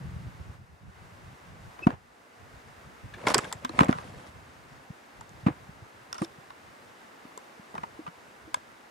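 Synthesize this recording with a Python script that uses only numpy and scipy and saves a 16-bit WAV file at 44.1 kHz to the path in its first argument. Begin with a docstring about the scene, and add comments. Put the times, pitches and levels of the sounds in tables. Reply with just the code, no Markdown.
"""On an open ridge, boots, a pole and a tripod shift on loose rock beside a hand-held stereo microphone.
Far air makes a soft, steady hiss, and gusts rumble on the microphone. The level dips briefly twice.
A joint squeaks once, stones grind as they slip, and weight lands as dull thuds through the casing.
Loudest are the thuds and the clacks: hard hits that set stones and metal legs ringing."""
import sys
import numpy as np
from scipy import signal
from scipy.io import wavfile

SR = 44100
rng = np.random.default_rng(int(sys.argv[2]) if len(sys.argv) > 2 else 0)


def unload_wav(signal):
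    """Save mono or channel-first audio to the path in sys.argv[1] as 16-bit WAV at rate SR, clipped to [-1, 1]."""
    wavfile.write(
        sys.argv[1],
        SR,
        np.round(np.clip(np.atleast_2d(signal).T, -1, 1) * 32767).astype(np.int16),
    )


N = 392574


def from_db(db):
    """Turn decibels into a number to multiply by."""
    return 10 ** (np.asarray(db) / 20)


def rms(x):
    """The average strength of a signal (root mean square)."""
    return np.sqrt(np.mean(x ** 2) + 1e-20)


def peak_one(x):
    """Scale a signal so that its biggest swing is 1."""
    return x / np.max(np.abs(x))


def filtered(x, order, hz, kind):
    """Keep the "low" part, the "high" part or a "band"; a higher order cuts more steeply."""
    return signal.sosfilt(signal.butter(order, hz, kind, fs=SR, output="sos"), x)


def in_time(rows):
    """Join a table's points with straight lines: one curve for each column after the time."""
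    times, *columns = np.transpose(rows)
    return [np.interp(np.arange(N) / SR, times, column) for column in columns]


def at_hz(rows, hz):
    """Read a table between its frequencies, with octaves evenly spaced."""
    frequencies, values = np.transpose(rows)
    return np.interp(np.log(hz), np.log(frequencies), values)


def drift(rate):
    """A smooth random wobble of about 1 either way; a higher rate wobbles faster."""
    r = np.exp(-80 * np.pi * rate / SR)
    slow = signal.lfilter([1], [1, -2 * r, r * r], rng.standard_normal(N // 40 + 2002))[2000:]
    return np.interp(np.arange(N) / 40, np.arange(len(slow)), slow / rms(slow))


def ring(push, hz, t60):
    """Each push starts a tone that dies away; t60 is its ring time, the seconds to fade by 60 dB."""
    r = from_db(-60 / (max(t60, .002) * SR))
    w = 2 * np.pi * min(hz, .45 * SR) / SR
    return signal.lfilter([0, np.sin(w)], [1, -2 * r * np.cos(w), r * r], push + 1e-18)


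def add(out, start, mid, pan_db, side):
    """Place a short sound: mid goes to both ears, side is added on the left and taken off the right."""
    i = round(start * SR)
    both = mid * from_db([[pan_db / 2], [-pan_db / 2]]) + side * np.array([[1], [-1]])
    out[:, i:i + len(mid)] += both[:, :N - i]


# How alike air and wind sound in the two ears: f/Hz, likeness (1 = the same, 0 = unrelated)
EAR_LIKENESS = [(60, 0.72), (130, 0.52), (290, 0.79), (640, -0.02), (1410, -0.13), (3100, 0.42),
                (6820, 0.54), (15000, 0.72)]

def banded_noise(spectrum, swell_db, flicker_db, rate):
    """Stereo noise of strength 1, made of narrow bands that swell together and flicker on their own."""
    out, together = 0, drift(rate)
    bottom, top = spectrum[0][0], spectrum[-1][0]
    edges = np.geomspace(bottom, top, round(2.5 * np.log2(top / bottom)))
    white = rng.standard_normal((2, 2, N))  # neighbouring bands get unrelated noise
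    for k, (low, high) in enumerate(zip(edges, edges[1:])):
        mid, side = filtered(white[k % 2], 2, [low, high], "band")
        hz = np.sqrt(low * high)
        alike = at_hz(EAR_LIKENESS, hz)
        gain = from_db(at_hz(spectrum, hz) + swell_db * together + flicker_db * drift(rate))
        out = out + gain * (np.sqrt(1 + alike) * mid + np.sqrt(1 - alike) * side * [[1], [-1]])
    return out / rms(out.mean(axis=0))


# The level at which the microphone picks up the hiss: t/s, level/dB
HISS_LEVELS = [(0, -54), (.54, -56), (.6, -62.5), (.86, -61), (1.0, -56), (1.9, -54.5), (1.97, -62),
               (2.2, -59), (2.45, -55.5), (3.0, -54), (4.5, -55), (6.0, -55), (6.7, -54.5), (7.45, -53.5),
               (8.9, -55.5)]
# The tone colour of the hiss: f/Hz, relative level/dB
HISS_COLOUR = [(71, -84), (120, -13), (246, -1), (334, -3), (410, -0.5), (557, -4), (684, 1.5), (822, -1),
               (1650, -3), (3110, -15), (7820, -22.5), (14700, -33.5), (16000, -38)]

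def far_air():
    """A soft, steady hiss of far air; the microphone's level briefly drops twice and recovers."""
    level_db, = in_time(HISS_LEVELS)
    return from_db(level_db) * banded_noise(HISS_COLOUR, swell_db=0.29, flicker_db=0.38, rate=7.5)


# Puffs of wind: t/s, length/s, level/dB
WIND_GUSTS = [(0, 0.34, -40), (.4, 0.13, -41.5), (0.59, .17, -53), (0.84, 0.23, -51), (1.142, 0.18, -47.5),
              (1.44, 0.25, -52.5), (1.75, 0.28, -55.5), (2.41, 0.17, -54.5), (2.66, 0.52, -53.5),
              (3.55, 0.64, -54), (4.294, 0.546, -57), (5.166, 0.7, -54), (5.95, 0.77, -67.5),
              (6.833, 0.051, -58), (7.73, 0.21, -55.5), (8.048, 0.8, -69)]
# The tone colour of their rumble: f/Hz, relative level/dB
WIND_COLOUR = [(13, -54), (22, -10), (59, 3.5), (108, 8), (208, -4.5), (249, -20), (292, -33), (318, -50),
               (400, -21.5), (520, -61), (880, -120)]

def gusts():
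    """Wind buffets the microphone's openings: each gust swells, holds and drops back to calm."""
    rise_s, fall_s, calm_db = 0.045, 0.042, -74
    t = np.arange(N) / SR
    power = from_db(calm_db) ** 2
    for start, length, db in WIND_GUSTS:
        rise = np.clip((t - start) / rise_s + 1, 0, 1)
        fall = np.clip((start + length - t) / fall_s + 1, 0, 1)
        power = power + (from_db(db) * rise * fall) ** 2
    return np.sqrt(power) * banded_noise(WIND_COLOUR, swell_db=4, flicker_db=1, rate=14)


# The course of one squeak: t/s, f/Hz, level/dB
JOINT_SQUEAK = [(1.815, 2630, -61), (1.837, 2590, -34), (1.865, 2600, -61)]

def squeak():
    """A joint sticks and slips very fast, giving a brief, uneven tone with a faint octave above."""
    t = np.arange(N) / SR
    hz, db = in_time(JOINT_SQUEAK)
    phase = 2 * np.pi * np.cumsum(hz * (1 + 0.0043 * drift(120))) / SR
    tone = np.sqrt(2) * (np.sin(phase) + from_db(-25.5) * np.sin(2 * phase))
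    fade = np.clip(np.minimum(t - JOINT_SQUEAK[0][0], JOINT_SQUEAK[-1][0] - t) / 0.014, 0, 1)
    return fade * from_db(db + 1.7 * drift(90)) * tone


def grains(per_s, low_hz, high_hz, cycles, spread_db, alike):
    """Tiny slips come at random, each ringing one of ten pitches for a number of cycles."""
    sizes = from_db(spread_db * np.minimum(rng.exponential(1, (2, N)), 4)) * rng.choice([-1, 1], (2, N))
    slips = sizes * (rng.random((2, N)) < per_s * from_db(3 * drift(30)) / SR)
    chosen = rng.integers(0, 10, N)
    pitches = np.geomspace(low_hz, high_hz, 10)
    ringing = sum(ring(slips * (chosen == k), hz, cycles / hz) for k, hz in enumerate(pitches))
    mid, side = filtered(ringing, 2, 0.33 * low_hz, "high")
    return mid / rms(mid) + np.sqrt(1 - alike) * side / rms(side) * [[1], [-1]]


# Scrapes on rock: t/s, length/s, coarse level/dB, fine level/dB, swell (+) or fade (-) on the way/dB
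ROCK_SCRAPES = [(1.788, 0.051, -59, -66, 4), (1.879, 0.066, -42.5, -68, -6), (3.17, 0.1, -55.5, -65, 14.5),
                (3.266, .06, -28.5, -32, -5.5), (3.348, 0.044, -33, -48, 0.5),
                (3.404, 0.11, -43.5, -46.5, -5.5), (3.53, 0.074, -54, -57, -5), (3.619, 0.027, -54, -66, 9),
                (3.70, 0.1, -52, -57, 11), (3.799, 0.072, -27, -40, -13.5), (3.882, 0.051, -32, -44.5, -12),
                (3.933, .36, -51, -55.5, -1.5), (5.462, 0.072, -32.5, -62, -22.5),
                (6.144, 0.028, -64, -52, -3), (6.195, 0.055, -59, -52.5, 7.5),
                (6.217, 0.024, -36.5, -62, -22), (7.763, 0.025, -47, -72, -9), (8.553, 0.02, -50, -52, -4)]

def scrapes():
    """Rubbing on rough stone grinds coarse and fine grit and makes the casing shudder."""
    bite_s, fade_db_per_s = 0.0029, 1505.5
    t = np.arange(N) / SR
    coarse_gain = fine_gain = 0
    for start, length, coarse_db, fine_db, swell_db in ROCK_SCRAPES:
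        bite = np.clip((t - start) / bite_s, 0, 1)
        progress = np.clip((t - start) / length, 0, 1)
        after_end = np.maximum(t - start - length, 0)
        stroke = bite * from_db(swell_db * progress - fade_db_per_s * after_end)
        coarse_gain += from_db(coarse_db) * stroke
        fine_gain += from_db(fine_db) * stroke
    shudder = from_db(-2.5) * grains(400, 123, 416, cycles=5.5, spread_db=2.2, alike=1)
    coarse = from_db(-0.5) * grains(4000, 503, 2630, cycles=14.7, spread_db=4.7, alike=0.29)
    fine = from_db(-6.5) * grains(8970, 3300, 10400, cycles=31, spread_db=2.3, alike=0.74)
    return coarse_gain * (shudder + coarse) + fine_gain * filtered(fine, 3, 13000, "low")


# Weight landing: t/s, level/dB, f/Hz, ring time/s
SOFT_BLOWS = [(1.817, -41, 348, 0.055), (1.864, -4, 213.5, 0.011), (1.885, -24, 266, 0.037),
              (1.927, -34.5, 127, 0.024), (3.167, -47, 363, 0.12), (3.266, -24, 305, 0.05),
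              (3.3, -25, 271, 0.022), (3.353, -18, 400, 0.041), (3.545, -38, 109, 0.05),
              (3.642, -32.5, 250, 0.083), (3.693, -32, 322, 0.059), (3.741, -41, 248, 0.095),
              (3.781, -23, 209, 0.027), (3.803, -18.5, 276, 0.1), (3.807, -9, 223, 0.0057),
              (3.821, -36, 250, 0.074), (3.888, -7, 230, 0.0067), (3.903, -25.5, 251, 0.062),
              (3.951, -34, 132, 0.025), (4.046, -44, 270, 0.043), (4.897, -31, 154, 0.02),
              (5.306, -44, 137, 0.024), (5.426, -35, 113, 0.049), (5.461, -8, 187, 0.017),
              (5.479, -18.5, 307, 0.045), (5.498, -29.5, 142, 0.032), (5.685, -37, 154, 0.023),
              (5.814, -38.5, 111, 0.041), (6.212, -19.5, 209, 0.023), (6.221, -23.5, 333, 0.072),
              (6.377, -44, 148, 0.035), (7.248, -38, 257, 0.016), (7.372, -37, 450, 0.017),
              (7.591, -39.5, 199, 0.014), (7.741, -38, 213, 0.025), (7.778, -37.5, 163, 0.04),
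              (7.827, -40.5, 204, 0.034), (7.988, -33, 316, 0.061), (8.074, -38, 172, 0.051),
              (8.473, -43, 320, 0.1)]

def thuds():
    """A soft push, about two cycles long, sets the casing swinging at the pitch of the blow."""
    out, t = np.zeros((2, N)), np.arange(SR // 5) / SR
    for start, db, hz, t60 in SOFT_BLOWS:
        progress = np.clip((t - .0015) * hz / 1.855, 0, 1)
        push = np.sin(2 * np.pi * 2.03 * progress) * np.sin(np.pi * progress) ** 2
        swing = ring(push, hz, t60) + from_db(-10.5) * ring(push, 1.51 * hz, 0.9 * t60)
        lead = np.gradient(swing)  # one opening feels the blow a little earlier
        add(out, start, from_db(db) * peak_one(swing), pan_db=0, side=from_db(db - 10.5) * peak_one(lead))
    return out


# The tones of a stone: multiple of its main pitch, relative level/dB
STONE_TONES = [(1, 4), (.45, -4), (1.33, 0.5), (1.58, -3), (1.98, -0.5), (2.27, -14), (3.0, -11)]

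def stone_ring(contacts, hz, hit_db, strengths):
    """A light tap rings one clear tone; a hard blow is a short crunch of them all."""
    gentleness = np.clip(.7 - hit_db / 25.5, .5, 2.5)
    cycles = 12.7 * gentleness
    stone = 0
    for (multiple, db), strength in zip(STONE_TONES, strengths):
        tone = ring(contacts, multiple * hz, cycles / (multiple * hz))
        stone += strength * from_db(db * gentleness) * peak_one(tone)
    return peak_one(filtered(stone, 2, 0.57 * hz, "high"))  # little sounds below the stone's main pitch


# The tones of the pole and tripod legs: f/Hz, relative level/dB, ring time/s
LEG_TONES = [(3310, -22, 0.011), (3580, 4.5, 0.023), (5160, 1, 0.0041), (5720, 11.5, 0.0033),
             (6600, 0, 0.034), (7600, 7, 0.0077), (8960, -15, 0.0084), (9600, -7, 0.012),
             (11800, -35, 0.021)]

def metal_clink(touch, ping_hz, strengths):
    """A sharp touch rings the metal legs, along with a short ping and a snap."""
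    legs = sum(strength * from_db(db) * ring(touch, hz, t60)
               for (hz, db, t60), strength in zip(LEG_TONES, strengths))
    ping = ring(touch, ping_hz, t60=0.00526)
    snap = filtered(touch, 2, [2000, 10500], "band")
    clink = from_db(-3.5) * peak_one(legs) + peak_one(ping) + from_db(-4) * peak_one(snap)
    return peak_one(filtered(clink, 4, 12500, "low"))  # no hit is short enough for the very top


# Hard hits: t/s, level/dB, stone f/Hz, metal share/dB, ping f/Hz, left over right/dB, chatter time/s
HARD_HITS = [(1.79, -38.5, 1170, -24, 3060, 8, .0035), (1.869, -15.5, 726, -31, 3430, -2, 0.0028),
             (1.904, -28.5, 797, -48, 3640, -10, 0.0014), (3.137, -31.5, 1730, -29, 3560, 4, 0.015),
             (3.181, -37, 1010, -25, 3530, .5, 0.0056), (3.269, -7.5, 1070, -28, 3000, .5, 0.0063),
             (3.284, -31, 764, 7, 5600, -10, 0.01), (3.301, -18, 920, -12, 3050, -2, 0.0068),
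             (3.339, -16.5, 1000, -14, 4150, 2, 0.0033), (3.344, -7.5, 1115, 0.5, 5030, -3.5, 0.0045),
             (3.381, -21.5, 1080, 7, 7700, -4, .0053), (3.385, -16.5, 1280, -22, 3330, -3.5, 0.0046),
             (3.444, -33, 1600, -5, 3540, 4, .0055), (3.514, -28, 960, -29, 3180, 2, 0.0051),
             (3.526, -24, 958, 1.5, 7500, 0, 0.0057), (3.648, -24.5, 1610, -6, 3500, 1, 0.0046),
             (3.693, -32.5, 1260, -2, 4230, -2, 0.0023), (3.79, -8.5, 993, -17, 2780, -11.5, 0.0015),
             (3.806, -10.5, 1220, -45, 3090, -3, 0.0023), (3.819, -28, 810, -19, 3980, -2, 0.0036),
             (3.832, -22, 1200, -22, 3560, 4, 0.0033), (3.845, -36, 850, 1, 3160, -4, 0.0036),
             (3.892, -18.5, 760, -34, 3060, -3, 0.00097), (3.911, -36.5, 1190, 1, 5800, 0, 0.00092),
             (3.927, -21.5, 1460, -38, 3140, -4, 0.0011), (3.985, -29.5, 1200, -35, 4000, 2, 0.00083),
             (5.21, -37.5, 900, -3.5, 7100, 2, 0.0014), (5.293, -62, 960, 13, 6700, 2, 0.0028),
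             (5.467, -22.5, 1200, -38, 3580, 5, 0.0079), (5.483, -27, 836, -26, 3380, -10, 0.0014),
             (6.128, -30, 1400, 2, 5500, -5, 0.0016), (6.144, -41, 1250, 5.5, 5600, -2, .0021),
             (6.149, -36.5, 1390, -14, 5600, -3, 0.01), (6.181, -35, 1380, -2.5, 5500, -5, 0.0086),
             (6.219, -29.5, 1160, -8.5, 8800, -5, 0.0032), (6.247, -51, 1050, 13, 5600, -6, 0.0024),
             (6.504, -38, 1100, -25, 4140, 4, 0.0021), (7.376, -36.5, 1020, 3, 7400, 4, 0.0014),
             (7.742, -36, 485, -25, 3000, 0, 0.00078), (7.751, -30.5, 890, -19, 3040, -2, 0.0056),
             (7.779, -29.5, 1190, -35, 2670, 1, .0021), (7.833, -27, 918, -36, 2700, 4, 0.0041),
             (8.064, -34, 1200, -30, 3130, 4, 0.0067), (8.076, -35.5, 1450, -36, 3160, 0, 0.0049),
             (8.543, -19, 1620, -5, 7500, 3, 0.0021)]

def clacks():
    """A sharp first touch and a quick chatter ring stone and metal, then loose bits crumble."""
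    out, t = np.zeros((2, N)), np.arange(SR // 10) / SR
    onset = 1 - np.exp(-t / 0.0014)
    crumble = from_db(-34) * np.exp(-t / 0.039)
    for start, db, hz, metal_db, ping_hz, pan_db, chatter_s in HARD_HITS:
        contacts = rng.standard_normal((2, len(t))) * onset * (np.exp(-t / chatter_s) + crumble)
        touch = contacts * (from_db(-30.5) + np.exp(-t / 0.00044))  # the treble is spent early
        strengths = from_db(0.87 * rng.standard_normal(len(STONE_TONES) + len(LEG_TONES)))
        stone = stone_ring(contacts[0], hz, db, strengths)
        clink_mid, clink_side = metal_clink(touch, ping_hz, strengths[::-1])
        # The microphone's stereo widening spreads a band near 1 kHz to the sides.
        side_band = filtered(ring(contacts[1], hz=1040, t60=0.015), 2, 450, "high")
        straight_ahead = 3.1 < start < 3.6  # the other hits land off to the side
        widening = from_db(-28 if straight_ahead else -2.5) * peak_one(side_band)
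        mid = stone + from_db(metal_db + 7) * clink_mid
        side = widening + from_db(metal_db - 8) * clink_side
        add(out, start, from_db(db - 2.5) * mid, pan_db, from_db(db + 6.5) * side)
    return out


def scene():
    """Air and wind, with all the sounds of shifting on rock added on top."""
    return far_air() + gusts() + clacks() + thuds() + scrapes() + squeak()


def record(dry):
    """The microphone weakens the deep bass, rounds the loudest peaks and cuts off the highest treble."""
    thinned = filtered(dry, 3, 45, "high")
    rounded = .9 * np.tanh(thinned / .9)
    return signal.sosfilt(signal.cheby2(12, 60, 16600, fs=SR, output="sos"), rounded)


dry = scene()
out = record(dry)
unload_wav(out)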